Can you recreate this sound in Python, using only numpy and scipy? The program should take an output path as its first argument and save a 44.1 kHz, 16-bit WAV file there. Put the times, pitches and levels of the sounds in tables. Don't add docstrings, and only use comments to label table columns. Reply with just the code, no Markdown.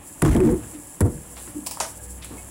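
import sys
import numpy as np
from scipy.fft import rfft, irfft, next_fast_len
from scipy.io import wavfile
from scipy.ndimage import uniform_filter1d, minimum_filter1d, map_coordinates

SR = 44100
rng = np.random.default_rng(int(sys.argv[2]) if len(sys.argv) > 2 else 0)


def to_wav(sig):
    pcm = np.clip(np.atleast_2d(sig), -1, 1) * 32767
    pcm = np.round(pcm).astype(np.int16)
    wavfile.write(sys.argv[1], SR, pcm.T)


N = 110250
TIME_S = np.arange(N) / SR
ROOM_T60_S = 0.28

# frequency in Hz, relative level in dB, t60 in s.
COUNTER_MODES = [(42.6, -3, 0.39), (64.4, 2, 0.097), (95.1, -5, 0.23), (148.5, -5, 0.38), (183.4, -7, 0.27),
                 (237.7, -10.5, 0.37), (296.8, -5.5, 0.22), (316.2, -8, 0.22), (337.4, -11, 0.33),
                 (359.4, -7, 0.17), (439.8, -14, 0.33), (482, -14.5, 0.29), (689, -14, 0.083),
                 (900, -18.5, 0.22), (1277, -34, 0.26)]
# frequency in Hz, relative density in dB per Hz.
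THUD_SPECTRUM = [(25, -18), (50, 5), (150, 1), (340, -5), (520, -15), (1000, -21.5), (1450, -25.5),
                 (1650, -30), (1900, -26.5), (2300, -38), (5000, -55), (16000, -45)]


def amp(db):
    return 10 ** (np.asarray(db) / 20)


def unit(x):
    return x / np.sqrt(np.mean(x ** 2) + 1e-20)


def curves(rows):
    time_s, *columns = np.transpose(rows)
    return [np.interp(TIME_S, time_s, column) for column in columns]


def wobble(knots_per_s):
    return map_coordinates(rng.standard_normal(512), [np.arange(N) * knots_per_s / SR], mode="wrap")


def filtered(x, response):
    size = next_fast_len(N + SR // 2)
    spectrum = rfft(x, size) * response(np.fft.rfftfreq(size, 1 / SR))
    return irfft(spectrum, size)[:N]


def colour(points):
    f, db = np.transpose(points)
    return lambda hz: amp(np.interp(np.log(hz + 1), np.log(f + 1), db))


def resonances(rows):
    return lambda f: sum(amp(db) * 1j * f * width / (centre * centre - f * f + 1j * f * width)
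                         for centre, width, db in rows)


def hump(hz, centre_hz, octaves):
    return 1 / (1 + (np.log2((hz + 1) / centre_hz) / octaves) ** 2)


def noise(response):
    return unit(filtered(rng.standard_normal(N), response))


def burst(start_s, rise_s, t60_s):
    age_s = TIME_S - start_s
    decay = np.exp(-np.log(1000) * np.maximum(age_s - rise_s, 0) / t60_s)
    return np.clip(age_s / rise_s, 0, 1) * decay


def bubbles(per_s, hz, scatter, cycles, spread_db, glide, size):
    draws = rng.random((int(per_s * N / SR), 4))
    pitch_hz = hz * np.exp(scatter * (draws[:, 1:2] + draws[:, 2:3] - 1))
    turns = np.minimum(pitch_hz, SR / 3) * np.arange(size) / SR
    age = turns / cycles
    level = amp(-spread_db * np.log(np.maximum(draws[:, 3:], .01)))
    wave = level * np.exp(-np.pi * age) * np.sin(2 * np.pi * turns * (1 + glide * age))
    at = (draws[:, :1] * N).astype(int) + np.arange(size)
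    return unit(np.bincount(at.ravel(), wave.ravel(), N + size)[:N])


def in_room(response, hits, room_db):
    direct = sum(amp(db) * burst(s, rise_s, t60_s) for s, db, rise_s, t60_s in hits)
    tail = sum(amp(db + room_db) * burst(s, rise_s + 0.0016, ROOM_T60_S) for s, db, rise_s, _ in hits)
    return direct * noise(response) + tail * noise(response)


def thumps():
    # start in seconds, level in dB, centre of the push in Hz, width in octaves, rise in seconds.
    blows = [(.222, -12, 347, 1.9, 0.0022), (0.242, -16, 101, 2, 0.0035), (0.296, -13, 50, 1.1, 0.0061),
             (0.3503, -13, 360, 1.43, 0.0028), (0.386, -22, 70, 4.4, 0.0012),
             (.522, -22.5, 310, .7, 0.0045), (0.608, -28, 99, 0.2, 0.018), (1.009, -17, 412, 1.74, 0.0016),
             (1.022, -14.5, 89, 0.39, 0.0056), (1.051, -24, 340, 2.4, 0.0046),
             (1.15, -32, 141, 0.87, 0.0074), (0.744, -33.5, 310, 0.16, 0.0097),
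             (1.47, -37, 310, 0.6, 0.0087), (1.54, -26.5, 280, 0.23, 0.027),
             (2.308, -32.5, 360, 0.66, 0.00092), (2.335, -38.5, 290, 0.29, 0.0047)]
    thud_db, thud_t60_s = 2.5, 0.29
    mode_spread_db, phase_spread_rad = 2.8, 1.0
    out = np.zeros(N)
    for s, db, centre_hz, octaves, rise_s in blows:
        push = lambda hz: hump(hz, centre_hz, octaves)
        ring = np.zeros(N)
        for hz, mode_db, t60_s in COUNTER_MODES:
            level = amp(mode_db + rng.normal(0, mode_spread_db)) * push(hz)
            phase = 2 * np.pi * hz * (TIME_S - s) + rng.normal(0, phase_spread_rad)
            ring += level * burst(s, rise_s, t60_s) * np.sin(phase)
        thud = filtered(noise(colour(THUD_SPECTRUM)), push) * burst(s, rise_s, thud_t60_s)
        out += amp(db) * (ring + amp(thud_db) * thud)
    return out


def rocking():
    # start in seconds, length in seconds, first and last frequency in Hz, level in dB.
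    start_s, length_s, first_hz, last_hz, db = (1.0185, .046, 66, 124, -15)
    rise_s, t60_s, rough_db = 0.0044, 0.023, 2
    age_s = TIME_S - start_s
    hz = first_hz + (last_hz - first_hz) * np.clip(age_s / length_s, 0, 1)
    decay = np.exp(-np.log(1000) * np.maximum(age_s - length_s, 0) / t60_s)
    envelope = np.clip(age_s / rise_s, 0, 1) * decay
    boom = np.sin(2 * np.pi * np.cumsum(hz * (age_s > 0)) / SR)
    return amp(db + rough_db * wobble(2 * last_hz)) * envelope * boom


def ticks():
    # start in seconds, level in dB, t60 in seconds, clack over tick in dB,
    # tick tilt in dB per octave, clack frequency in Hz.
    contacts = [(0.2196, -9.5, 0.014, -17.5, -1.5, 2740), (0.2215, -10, 0.013, -4.5, -2.5, 1970),
                (.251, -22, 0.043, 5, -5, 1070), (0.2782, -29.5, 0.016, -10, -1.5, 1920),
                (0.3481, -31.5, 0.023, 2.5, 5, 1830), (0.364, -29, 0.027, -6, -1.5, 3250),
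                (0.403, -27.5, 0.014, -3.5, -4, 2575), (0.429, -36, .02, 4, 4, 1930),
                (1.0059, -19, 0.019, 1.5, 0, 953), (1.0114, -27, 0.047, -5, -3.5, 1930),
                (2.245, -31.5, 0.021, -13, -0.5, 2380)]
    # frequency in Hz, relative density in dB per Hz.
    tick_spectrum = [(300, -13), (1200, 12), (2600, -10.5), (6300, -2.5), (7700, 13.5), (9000, 2.5),
                     (10200, 16.5), (12300, -1), (16000, -2)]
    clack_width_hz = 120
    out = np.zeros(N)
    for s, db, t60_s, clack_db, tilt_db, clack_hz in contacts:
        tilted = lambda hz: colour(tick_spectrum)(hz) * amp(tilt_db * np.log2(np.maximum(hz, SR / 128)))
        out += amp(db) * burst(s, 0.00093, t60_s) * noise(tilted)
        clack = noise(resonances([(clack_hz, clack_width_hz, 0)]))
        out += amp(db + clack_db) * burst(s, 0.0006, t60_s) * clack
    return out


def slide():
    # time in seconds, level of the shaking in dB, level of the grit in dB.
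    judder = [(.225, -24, -38), (.25, -13.5, -27), (.29, -26, -31.5), (.315, -28, -34.5), (.346, -29, -37),
              (.358, -14.5, -32), (.388, -27, -46), (.408, -17.5, -41.5), (.47, -15.5, -38.5),
              (.545, -21, -52), (.575, -33.5, -56), (.63, -45, -48.5), (.8, -47.5, -56.5)]
    # frequency in Hz, relative density in dB per Hz.
    grit_spectrum = [(300, 2), (650, 10.5), (1200, 3), (3200, -7), (4500, -11), (6500, -6.5), (7600, -3.5),
                     (10500, -6), (12500, -15)]
    slip_knots_per_s, slip_db, slip_turn_rad = 28, 6, 1
    push_hz, push_octaves, thud_db = 302, 0.8, -5
    grains_per_s, grain_db = 420, -5.5
    shake_db, grit_db = curves(judder)
    moving = (TIME_S > judder[0][0]) & (TIME_S < judder[-1][0])
    ring = np.zeros(N)
    for hz, mode_db, _ in COUNTER_MODES:
        level = amp(mode_db + slip_db * wobble(slip_knots_per_s)) * hump(hz, push_hz, push_octaves)
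        phase = 2 * np.pi * (hz * TIME_S + rng.random()) + slip_turn_rad * wobble(slip_knots_per_s)
        ring += level * np.sin(phase)
    shake = unit(ring) + amp(thud_db) * noise(colour(THUD_SPECTRUM))
    grains = bubbles(grains_per_s, hz=1570, scatter=0.98, cycles=12, spread_db=3.0, glide=0, size=600)
    rasp = amp(2 * wobble(161.2)) * noise(colour(grit_spectrum))
    grit = unit(amp(grain_db) * grains + rasp)
    return moving * (amp(shake_db) * shake + amp(grit_db) * grit)


def cap():
    # start in seconds, level in dB, rise in seconds, t60 in seconds.
    creaks = [(1.661, -21.5, 0.009, 0.043), (1.71, -24, 0.0012, 0.024)]
    # start in seconds, level in dB.
    snaps = [(1.8014, -7.5), (1.8107, -22)]
    # start in seconds, level in dB, pitch in Hz.
    pops = [(1.7719, -23.5, 1000), (1.804, -21.5, 990), (1.8060, -10, 887)]
    # frequency in Hz, relative density in dB per Hz.
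    creak_spectrum = [(200, -18), (980, 4.5), (1500, -15), (2500, -3), (3600, -8.5), (5200, 1.5),
                      (6400, -5.5), (7600, 4), (10300, -1), (12300, -7), (14300, -9), (16000, 2)]
    snap_spectrum = [(200, -1.5), (950, 5.5), (1600, -6), (2100, 1), (4200, -2.5), (5600, 5), (10300, 4),
                     (12300, -8), (16000, -20)]
    # frequency in Hz, width in Hz, relative level in dB.
    hollow_modes = [(646, 55, 2.5), (774, 50, -2), (922, 75, 1), (1220, 69, -3), (1454, 44, -4),
                    (1744, 30, -10)]
    creak_room_db, grain_db, grain_knots_per_s = -9.5, 1.5, 800
    snap_t60_s, snap_room_db = 0.013, -19.5
    pop_rise_s, pop_t60_s, pop_room_db = 0.0012, 0.007, -20.5
    creak = in_room(colour(creak_spectrum), creaks, creak_room_db)
    creak *= amp(grain_db * wobble(grain_knots_per_s))
    snap_hits = [(s, db, .0004, snap_t60_s) for s, db in snaps]
    crack = in_room(colour(snap_spectrum), snap_hits, snap_room_db)
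    pop = sum(amp(db) * burst(s, pop_rise_s, pop_t60_s) * np.sin(2 * np.pi * hz * (TIME_S - s))
              for s, db, hz in pops)
    tail = sum(amp(db + pop_room_db) * burst(s, 0.0018, ROOM_T60_S) for s, db, _ in pops)
    return creak + crack + pop + tail * noise(resonances(hollow_modes))


def scuffs():
    # start in seconds, level in dB, rise in seconds, t60 in seconds, centre in Hz.
    rubs = [(.73, -50.5, 0.02, 0.094, 2250), (1.356, -46.5, .015, 0.37, 3240),
            (1.366, -45, 0.0026, 0.29, 830), (1.467, -46.5, 0.011, 0.29, 1150),
            (2.214, -42, 0.012, 0.37, 2780), (2.309, -46.5, 0.0026, 0.64, 780)]
    width_octaves = 0.82
    return sum(amp(db) * burst(s, rise_s, t60_s) * noise(lambda hz: hump(hz, centre_hz, width_octaves))
               for s, db, rise_s, t60_s, centre_hz in rubs)


def simmer():
    # time in seconds, level in dB.
    fizz_level = [(0, -45.5), (.15, -43), (.55, -44.5), (.76, -43), (.92, -44), (1.3, -44), (1.4, -40),
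                  (1.58, -44.5), (1.9, -41.5), (2.2, -45), (2.5, -44)]
    # frequency in Hz, relative density in dB per Hz.
    fizz_spectrum = [(2500, -45), (4500, -17), (6200, -12), (6900, -5), (7500, 2), (8300, -3.5), (9200, -3),
                     (10500, 1), (11300, -2.5), (12000, -14.5), (13000, -10.5), (14200, -8), (15700, -10)]
    broth_spectrum = [(20, -6), (45, 0), (130, 0.5), (200, -4), (320, -5), (430, -11.5), (900, -9.5),
                      (1400, -20.5), (2000, -20.5), (3200, -21), (4500, -37.5), (8000, -73)]
    # frequency in Hz, width in Hz, relative level in dB.
    pan_modes = [(291, 36, 2), (356, 8.8, -3), (562, 9.6, 1.5), (657, 5.8, -5.5), (883, 150, -15.5),
                 (1662, 56, -9.5)]
    crackles_per_s, crackle_db, crackle_spread_db = 1800, -2.5, 3.5
    flutter_db, flutter_knots_per_s = 1.9, 37
    broth_db, pan_db = -48.5, -53.5
    plops_per_s, plop_db, plop_hz, plop_spread_db = 160, -60.5, 1323, 2.5
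    level_db, = curves(fizz_level)
    crackle = bubbles(crackles_per_s, hz=8900, scatter=0.26, cycles=5.1,
                      spread_db=crackle_spread_db, glide=0, size=64)
    crackle = unit(filtered(crackle, colour(fizz_spectrum)))
    fizz = unit(noise(colour(fizz_spectrum)) + amp(crackle_db) * crackle)
    fizz *= amp(level_db + flutter_db * wobble(flutter_knots_per_s))
    plops = bubbles(plops_per_s, hz=plop_hz, scatter=1.11, cycles=12,
                    spread_db=plop_spread_db, glide=0.014, size=1500)
    broth = noise(colour(broth_spectrum)) * amp(broth_db + 0.89 * wobble(10.76))
    pan = amp(pan_db) * noise(resonances(pan_modes))
    return fizz + broth + pan + amp(plop_db) * plops


def blips():
    # start in seconds, level in dB, pitch in Hz.
    single_bubbles = [(1.997, -48, 1660), (2.378, -43, 2210), (2.381, -47, 2560)]
    rise_s, t60_s, waver_knots_per_s = 0.002, 0.12, 90
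    return sum(amp(db) * burst(s, rise_s, t60_s)
               * np.sin(2 * np.pi * hz * (TIME_S - s) + wobble(waver_knots_per_s))
               for s, db, hz in single_bubbles)


def stove():
    # time in seconds, level in dB.
    hum_level = [(0, -72), (.62, -43.5), (.85, -60), (1.25, -46.5), (1.85, -45.5), (2.05, -42), (2.5, -47)]
    # frequency in Hz, relative level in dB.
    hum_tones = [(63, 6.5), (101, 2), (195, -4.5), (486, -6.5)]
    waver_db, waver_rad = 3.5, 0.68
    level_db, = curves(hum_level)
    hum = sum(amp(db + waver_db * wobble(8.08))
              * np.sin(2 * np.pi * hz * TIME_S + waver_rad * wobble(6.61))
              for hz, db in hum_tones)
    return amp(level_db) * unit(hum)


def scene():
    bottle = thumps() + rocking() + ticks() + slide()
    handling = cap() + scuffs()
    kitchen = simmer() + blips() + stove()
    return (bottle + handling + kitchen)[None]


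def record(dry):
    ceiling, hold_s = 0.3, 0.0019
    low_cut_hz, top_hz = 28, 15850
    span = max(int(hold_s * SR), 2)
    needed = np.minimum(1, ceiling / (np.abs(dry[0]) + 1e-9))
    gain = uniform_filter1d(minimum_filter1d(needed, span), span)
    band = lambda hz: (hz < top_hz) * hz ** 4 / (hz ** 4 + low_cut_hz ** 4)
    return filtered(dry[0] * gain, band)[None]


dry = scene()
out = record(dry)
to_wav(out)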